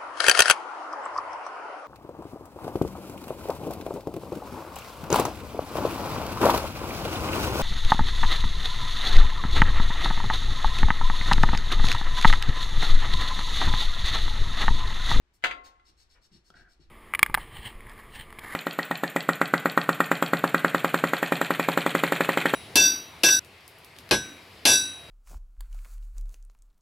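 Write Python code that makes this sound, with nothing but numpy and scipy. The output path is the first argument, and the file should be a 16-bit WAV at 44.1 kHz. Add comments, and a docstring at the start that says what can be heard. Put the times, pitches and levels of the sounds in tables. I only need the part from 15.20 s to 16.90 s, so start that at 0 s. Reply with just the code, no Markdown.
"""An eraser rubs pencil lines off thick paper on a desk: short strokes of filtered friction grains.
As the hands settle, something hard taps the desk and bounces once, ringing modes and a noisy clack.
Noise bumps of the hands and sheet, two swishes of skin, two ticks and a creaky scuff with a faint squeak join in.
All is close to a stereo microphone in a small room, over steady room noise and a low desk rumble."""
import sys
import numpy as np
from scipy import signal
from scipy.fft import rfft, irfft
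from scipy.io import wavfile

SR = 44100
rng = np.random.default_rng(int(sys.argv[2]) if len(sys.argv) > 2 else 0)


def wrap_up_sound(samples):
    """Save the sound to the file named by the first command line argument, as 16-bit audio."""
    columns = np.atleast_2d(samples).T
    # keep every value between -1 and 1, then stretch to whole-number steps
    tamed = np.clip(columns, -1, 1)
    steps = np.round(tamed * 32767).astype(np.int16)
    wavfile.write(sys.argv[1], SR, steps)


N = 74970  # samples
T = np.arange(N) / SR  # time axis, s
SIZE = 131072  # FFT length, samples
HZ = np.maximum(np.fft.rfftfreq(SIZE, 1 / SR), 1)  # frequency axis, Hz


def amp(db):
    """Decibels to gain."""
    return 10 ** (np.asarray(db) / 20)


def unit(x):
    """Scale to rms 1."""
    return x / np.sqrt(np.mean(x ** 2) + 1e-20)


def at_hz(points, hz):
    """Read a (Hz, value) table along log frequency."""
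    f, value = np.transpose(points)
    return np.interp(np.log(hz), np.log(f), value)


def level(points):
    """Gain over time from (s, dB) points."""
    return amp(np.interp(T, *np.transpose(points)))


def fade(t, t60):
    """Decay by 60 dB in t60 seconds, silent before t = 0."""
    return (t >= 0) * np.exp(-np.log(1000) * np.maximum(t, 0) / t60)


def colour(x, db):
    """Causal (minimum-phase) filter with the given gain in dB at each frequency of HZ."""
    cepstrum = irfft(np.log(amp(db)))
    # Folding the cepstrum onto positive times makes the filter minimum-phase.
    cepstrum[1:SIZE // 2] *= 2
    cepstrum[SIZE // 2 + 1:] = 0
    response = np.exp(rfft(cepstrum))
    return irfft(rfft(x, SIZE) * response)[..., :N]


def ring(x, hz, t60):
    """One mode: a unit click sets a decaying sine of height 1 ringing."""
    radius = np.exp(-np.log(1000) / (t60 * SR))
    w = 2 * np.pi * hz / SR
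    return signal.lfilter([0, np.sin(w)], [1, -2 * radius * np.cos(w), radius * radius], x + 1e-18)


def click(s):
    """A unit click at time s."""
    return 1. * (np.arange(N) == int(s * SR))


def grains(per_s, spread_db):
    """Random tiny slips of uneven size and either sign; rms 1."""
    sizes = amp(spread_db * np.minimum(rng.exponential(1, N), 5))
    signs = rng.choice([-1, 1], N)
    return unit(sizes * signs * (rng.random(N) < per_s / SR))


def wander(hz):
    """Random wavering, low-passed at the given rate; rms 1."""
    lowpass = signal.butter(2, hz, fs=SR, output="sos")
    return unit(signal.sosfilt(lowpass, rng.standard_normal(N)))


def diffuse():
    """White stereo noise, much alike on both sides in the bass and nearly unrelated in the treble."""
    # Left-right likeness: f/Hz, likeness 0-1
    likeness = [(50, 0.89), (330, 0.86), (700, .35), (1500, 0.057), (8000, 0.023)]
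    mid, side = rfft(rng.standard_normal((2, SIZE)))
    alike = np.clip(at_hz(likeness, HZ), 0, 1)
    return irfft(np.sqrt(1 + alike) * mid + np.sqrt(1 - alike) * side * [[1], [-1]])[:, :N]


def swing(start, length, peak):
    """Loudness of one stroke: the hand speeds up to its peak and slows to a stop."""
    speed_power = 0.9
    peak_time = start + length * np.clip(peak, .05, .95)
    phase = np.interp(T, [start, peak_time, start + length], [0, .5, 1])
    return np.maximum(np.sin(np.pi * phase), 0) ** speed_power


def contact(x, bright_hz, cut_hz):
    """A contact's softness rounds off the treble, its lightness takes away the bass."""
    r = np.exp(-2 * np.pi * bright_hz / SR)
    softened = signal.lfilter([(1 - r) ** 2], [1, -2 * r, r * r], x + 1e-18)
    return signal.lfilter(*signal.butter(1, cut_hz, "high", fs=SR), softened)


def skin(start, length, db, peak, spectrum):
    """Skin slides over paper or desk in one fine-grained swish."""
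    swish = unit(colour(grains(per_s=4600, spread_db=2.0), at_hz(spectrum, HZ)))
    return amp(db) * swing(start, length, peak) * swish


def background():
    """Steady noise gives the room's hush; swelling bass noise is the desk under the working hands."""
    # Spectrum of the room noise: f/Hz, level/dB
    hush_colour = [(25, -1.5), (50, -1.5), (85, -6.5), (140, -16), (220, -19), (350, -14), (500, -22.5),
                   (1000, -21.5), (2000, -23), (4000, -29), (8000, -39.5), (11000, -50.5), (16000, -57.5)]
    # Spectrum of the desk rumble: f/Hz, level/dB
    rumble_colour = [(20, -6), (40, -3), (65, -6), (100, -26.5), (250, -49), (800, -70)]
    # Rumble fader: t/s, level/dB
    rumble_level = [(0, -84), (.2, -75), (.27, -50), (.4, -65.5), (.56, -74.5), (.7, -69), (.95, -68),
                    (1.08, -74), (1.3, -74), (1.4, -59.5), (1.53, -72), (1.66, -57.5)]
    hush_db = -70
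    hush = amp(hush_db) * unit(colour(diffuse(), at_hz(hush_colour, HZ)))
    rumble = level(rumble_level) * unit(colour(diffuse(), at_hz(rumble_colour, HZ)))
    return hush + rumble


def eraser():
    """Rubber catches on paper fibres; each stroke has its own pressure and brightness."""
    # Strokes: start t/s, length/s, level/dB, treble tilt/dB per octave, place of the peak/0-1
    strokes = [(0.132, 0.047, -68.5, 11, 0.2), (0.645, 0.071, -62, -0.5, 0.57),
               (0.762, 0.084, -61.5, 0.5, 0.68), (.888, 0.076, -64, 0, 0.4),
               (1.009, 0.066, -63.5, 1.5, 0.62), (1.112, 0.083, -61, -2.5, 0.34),
               (1.237, 0.075, -65.5, 2, 0.55), (1.343, 0.096, -63, -4.5, 0.27),
               (1.479, 0.076, -66.5, 0.5, 0.46), (1.597, 0.065, -66.5, -5, 0.13)]
    # Spectrum of rubbed paper: f/Hz, level/dB
    paper_colour = [(300, -14), (1000, -14), (2200, -11), (3300, -7), (4400, 1.5), (5000, -5.5),
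                    (5450, 2.5), (5900, -6.5), (7000, -9), (7800, -9.5), (9700, -14.5), (11300, -22),
                    (13500, -23), (16000, -27)]
    chatter_db, chatter_hz = 1.17, 110.4  # rms depth and rate limit of the rubber's fluttering grip
    tilt_pivot_hz = 5490
    grip = amp(chatter_db * wander(chatter_hz))
    friction = grains(per_s=17000, spread_db=2.5) * grip
    paper = at_hz(paper_colour, HZ)
    # The tilt levels out below half the pivot.
    octaves = np.log2(np.maximum(HZ, tilt_pivot_hz / 2) / tilt_pivot_hz)
    rubbing = 0
    for start, length, db, tilt, peak in strokes:
        rub = unit(colour(friction, paper + tilt * octaves))
        rubbing = rubbing + amp(db) * swing(start, length, peak) * rub
    return rubbing


def tap():
    """A quick cluster of hard contacts, a bounce and a last touch excite modes, a short clack and desk sway."""
    # Hard contacts on the desk: t/s, level/dB, brightness f/Hz, bass cut f/Hz
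    hits = [(0.2243, -31.5, 11110, 476), (0.2325, -27, 10820, 500), (.2392, 1, 6030, 198),
            (0.2427, -2, 11000, 201), (0.2466, -0.5, 6100, 150), (0.253, -4.5, 5000, 150),
            (0.2576, -4, 6000, 200), (.268, -9.5, 9000, 300), (.3105, -6.5, 4140, 1290),
            (0.314, -12, 3700, 900), (.323, -13.5, 2950, 700), (.337, -18, 2800, 600),
            (0.5972, -38.5, 6000, 800)]
    # Ringing modes: f/Hz, level/dB, t60/s
    tap_modes = [(356, -22, 0.48), (723.7, -19, 0.5), (1076, -18.5, 0.64), (1369.4, -3, 0.15),
                 (1524, -14.5, 0.057), (1715, -6.5, 0.056), (2042, -1, 0.11), (2092, -11.5, 0.064),
                 (2648, -10.5, 0.089), (3259, -15.5, 0.11), (3355, -9.5, 0.067), (4086, -19, .13),
                 (4720, -14, 0.1)]
    # Spectrum of the dense clack under the modes: f/Hz, level/dB
    clack_colour = [(40, -18.5), (150, -24.5), (300, -17), (500, -10.5), (900, -10), (1450, 1.5),
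                    (1850, -6), (2080, 2), (2350, -3), (2700, -1), (3400, -3.5), (4500, -14.5),
                    (5400, -24.5), (6400, -16.5), (8000, -21), (11000, -28), (16000, -29)]
    ring_db, clack_db, clack_t60 = -27, 12.5, .022  # dB, dB, s
    desk_hz, desk_db, desk_t60 = 36, -63, .4  # sway of the desk top: Hz, dB, s
    mode_spread_db = 4  # each contact favours other modes

    forces = np.array([amp(db) * contact(click(s), bright_hz, cut_hz)
                       for s, db, bright_hz, cut_hz in hits])
    shares = amp(mode_spread_db * rng.standard_normal((len(hits), len(tap_modes))))
    ringing = 0
    for share, (hz, db, t60) in zip(shares.T, tap_modes):
        ringing = ringing + amp(db + ring_db) * ring(share @ forces, hz, t60)

    noise = unit(diffuse()) / np.linalg.norm(fade(T, clack_t60))  # a burst has energy near 1
    cracks = 0
    for s, db, bright_hz, cut_hz in hits:
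        burst = noise * fade(T - s, clack_t60)
        cracks = cracks + amp(db) * contact(burst, bright_hz, cut_hz)
    clack = colour(cracks, at_hz(clack_colour, HZ) + clack_db)

    sway = amp(desk_db) * ring(forces.sum(axis=0), desk_hz, desk_t60)
    return clack + ringing + sway


def bumps():
    """Hands and sheet bump dully against the desk: soft-edged bursts of low noise."""
    # Bumps: t/s, level/dB, tilt/dB per octave
    thuds = [(0.234, -52, -0.5), (.26, -57, -5), (.68, -62, 0), (1.114, -57, -2.5), (1.143, -54.5, -2),
             (1.302, -60.5, 2), (1.352, -59, 0), (1.404, -58, 2), (1.594, -56.5, -.5), (1.656, -68.5, 1.5)]
    # Spectrum of a bump before its tilt: f/Hz, level/dB
    bump_colour = [(25, -12.5), (60, 1.5), (110, -3.5), (175, 4.5), (260, -9), (360, 2), (450, -22.5),
                   (900, -28), (3000, -50.5)]
    attack, t60, pivot_hz = 0.0036, 0.19, 150  # s, s, Hz
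    noise, octaves = diffuse(), np.log2(HZ / pivot_hz)
    dull = at_hz(bump_colour, HZ)
    bumping = 0
    for s, db, tilt in thuds:
        envelope = np.clip((T - s) / attack, 0, 1) * fade(T - s, t60)
        bumping = bumping + amp(db) * envelope * unit(colour(noise, dull + tilt * octaves))
    return bumping


def hand_slide():
    """The flat hand slides onto the sheet: friction grains with a bright paper colour."""
    # One slide: start t/s, length/s, level/dB, place of the peak/0-1
    slide = (.435, .066, -55, .25)
    # Spectrum of the slide: f/Hz, level/dB
    slide_colour = [(150, -13), (400, -3), (700, 3.5), (1100, 1.5), (1800, -2), (3100, 1.5), (4500, 3),
                    (6000, -3.5), (6700, -0.5), (8000, -8.5), (12000, -17), (16000, -15)]
    return skin(*slide, slide_colour)


def skin_brush():
    """Skin brushes softly on the desk: friction grains with a dull colour."""
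    # One brush: start t/s, length/s, level/dB, place of the peak/0-1
    brush = (.941, .056, -61.5, .4)
    # Spectrum of the brush: f/Hz, level/dB
    brush_colour = [(150, -10), (400, -8), (560, 3.5), (750, -9), (1000, 4.5), (1500, -4.5), (2200, -3.5),
                    (3000, -11), (6000, -40)]
    return skin(*brush, brush_colour)


def ticks():
    """Light contacts: a sharp edge and a brief woody ring with one overtone."""
    # Ticks: t/s, ring level/dB, pitch f/Hz, sharp edge level/dB
    touches = [(1.3033, -45.5, 1344, -31), (1.3409, -51, 1448, -44)]
    # Spectrum of the sharp edge: f/Hz, level/dB
    edge_colour = [(150, 8.5), (700, 7.5), (2200, -9), (3400, 3.5), (5000, 2.5), (7500, -7), (14000, -27)]
    t60, overtone_hz, overtone_db = 0.037, 3335, -13  # s, Hz, dB
    edges, rings = 0, 0
    for s, db, hz, edge_db in touches:
        edges = edges + amp(edge_db) * click(s)
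        overtone = amp(overtone_db) * ring(click(s), overtone_hz, t60)
        rings = rings + amp(db) * (ring(click(s), hz, t60) + overtone)
    return colour(edges, at_hz(edge_colour, HZ)) + rings


def scuff():
    """Uneven slips drive a few hollow resonances into a creaky scuff."""
    # Scuff fader: t/s, level/dB
    scuff_level = [(1.31, -87), (1.345, -61), (1.39, -59), (1.41, -58), (1.445, -66), (1.48, -67.5),
                   (1.51, -74.5), (1.57, -82.5)]
    # Resonances: f/Hz, level/dB, t60/s
    scuff_modes = [(354, -10, .06), (735, -8.5, 0.048), (900, -8.5, .01), (1400, -5.5, 0.06),
                   (1560, 4.5, 0.014), (1900, -9, 0.017)]
    slips = grains(per_s=810, spread_db=2.0)
    creak = unit(sum(amp(db) * ring(slips, hz, t60) for hz, db, t60 in scuff_modes))
    sounding = (T > scuff_level[0][0]) * (T < scuff_level[-1][0])
    return level(scuff_level) * sounding * creak


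def squeak():
    """Sticking and slipping rubber gives a thin, unsteady tone within the scuff."""
    # Squeak path: t/s, pitch f/Hz, level/dB
    squeak_path = [(1.335, 1475, -94), (1.35, 1547, -72), (1.385, 1593, -71), (1.413, 1615, -55),
                   (1.434, 1616, -64), (1.475, 1573, -60), (1.51, 1534, -77), (1.54, 1570, -99)]
    jitter, jitter_hz = 0.0614, 170  # rms fraction of the pitch, rate limit
    s, hz, db = np.transpose(squeak_path)
    pitch = np.interp(T, s, hz) * (1 + jitter * wander(jitter_hz))
    sounding = (T > s[0]) * (T < s[-1])
    return amp(np.interp(T, s, db)) * sounding * np.sin(2 * np.pi * np.cumsum(pitch) / SR)


def room_response():
    """Early reflections off the desk things, a frequency-dependent tail and a faint lingering part."""
    # Decay of the tail: f/Hz, t60/s
    room_t60 = [(100, 0.21), (350, 0.6), (800, .32), (2000, 0.24), (4000, .24), (8000, .21), (15000, .18)]
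    # Spectrum of the lingering part: f/Hz, level/dB
    late_colour = [(150, -11.5), (400, -8), (750, 8), (1100, 2.5), (2000, -5), (4000, -12), (8000, -22.5),
                   (16000, -36.5)]
    early_db, tail_db, late_db = 0.5, -2, -16.5
    early_t60, late_t60, delay = 0.049, .9, .001  # s; the delay is the tail's
    noise, centres = rfft(diffuse(), SIZE), np.geomspace(100, 16000, 12)
    tail = 0
    # Overlapping bands, each with its own decay
    for hz, pick in zip(centres, np.eye(len(centres))):
        band = irfft(noise * np.interp(np.log(HZ), np.log(centres), pick))[:, :N]
        tail = tail + band * fade(T - delay, at_hz(room_t60, hz))
    early = unit(diffuse() * fade(T, early_t60))
    late = colour(unit(diffuse() * fade(T, late_t60)), at_hz(late_colour, HZ))
    return (amp(early_db) * early + amp(tail_db) * unit(tail) + amp(late_db) * late) / np.sqrt(N)


def in_room(x, response, wet_db):
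    """Direct sound plus reflections, at about the same total power."""
    reflections = signal.fftconvolve(np.atleast_2d(x), response, axes=1)[:, :N]
    return (x + amp(wet_db) * reflections) / np.sqrt(1 + 2 * amp(2 * wet_db))


def scene():
    """The contact sounds share one room at their own wet levels; bumps and background stay dry."""
    room = room_response()
    rubbing = in_room(eraser() + hand_slide() + skin_brush(), room, wet_db=2)
    tapping = in_room(tap(), room, wet_db=-4)
    ticking = in_room(ticks(), room, wet_db=-5.5)
    scuffing = in_room(scuff() + squeak(), room, wet_db=-4.5)
    return rubbing + tapping + ticking + scuffing + bumps() + background()


def record(dry):
    """The two microphones differ a little in colour; the top is cut steeply."""
    # Stereo balance: f/Hz, left minus right level/dB
    balance = [(50, 1.2), (300, 3), (1000, 1.5), (2500, 4.5), (5000, 2.5), (8000, -0.5), (12000, -3.5)]
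    cutoff_hz = 15500
    sides = amp(at_hz(balance, HZ) * np.array([[.5], [-.5]]))
    top = 1 / np.sqrt(1 + (HZ / cutoff_hz) ** 160)
    return irfft(rfft(dry, SIZE) * sides * top)[:, :N]


dry = scene()
out = record(dry)
wrap_up_sound(out)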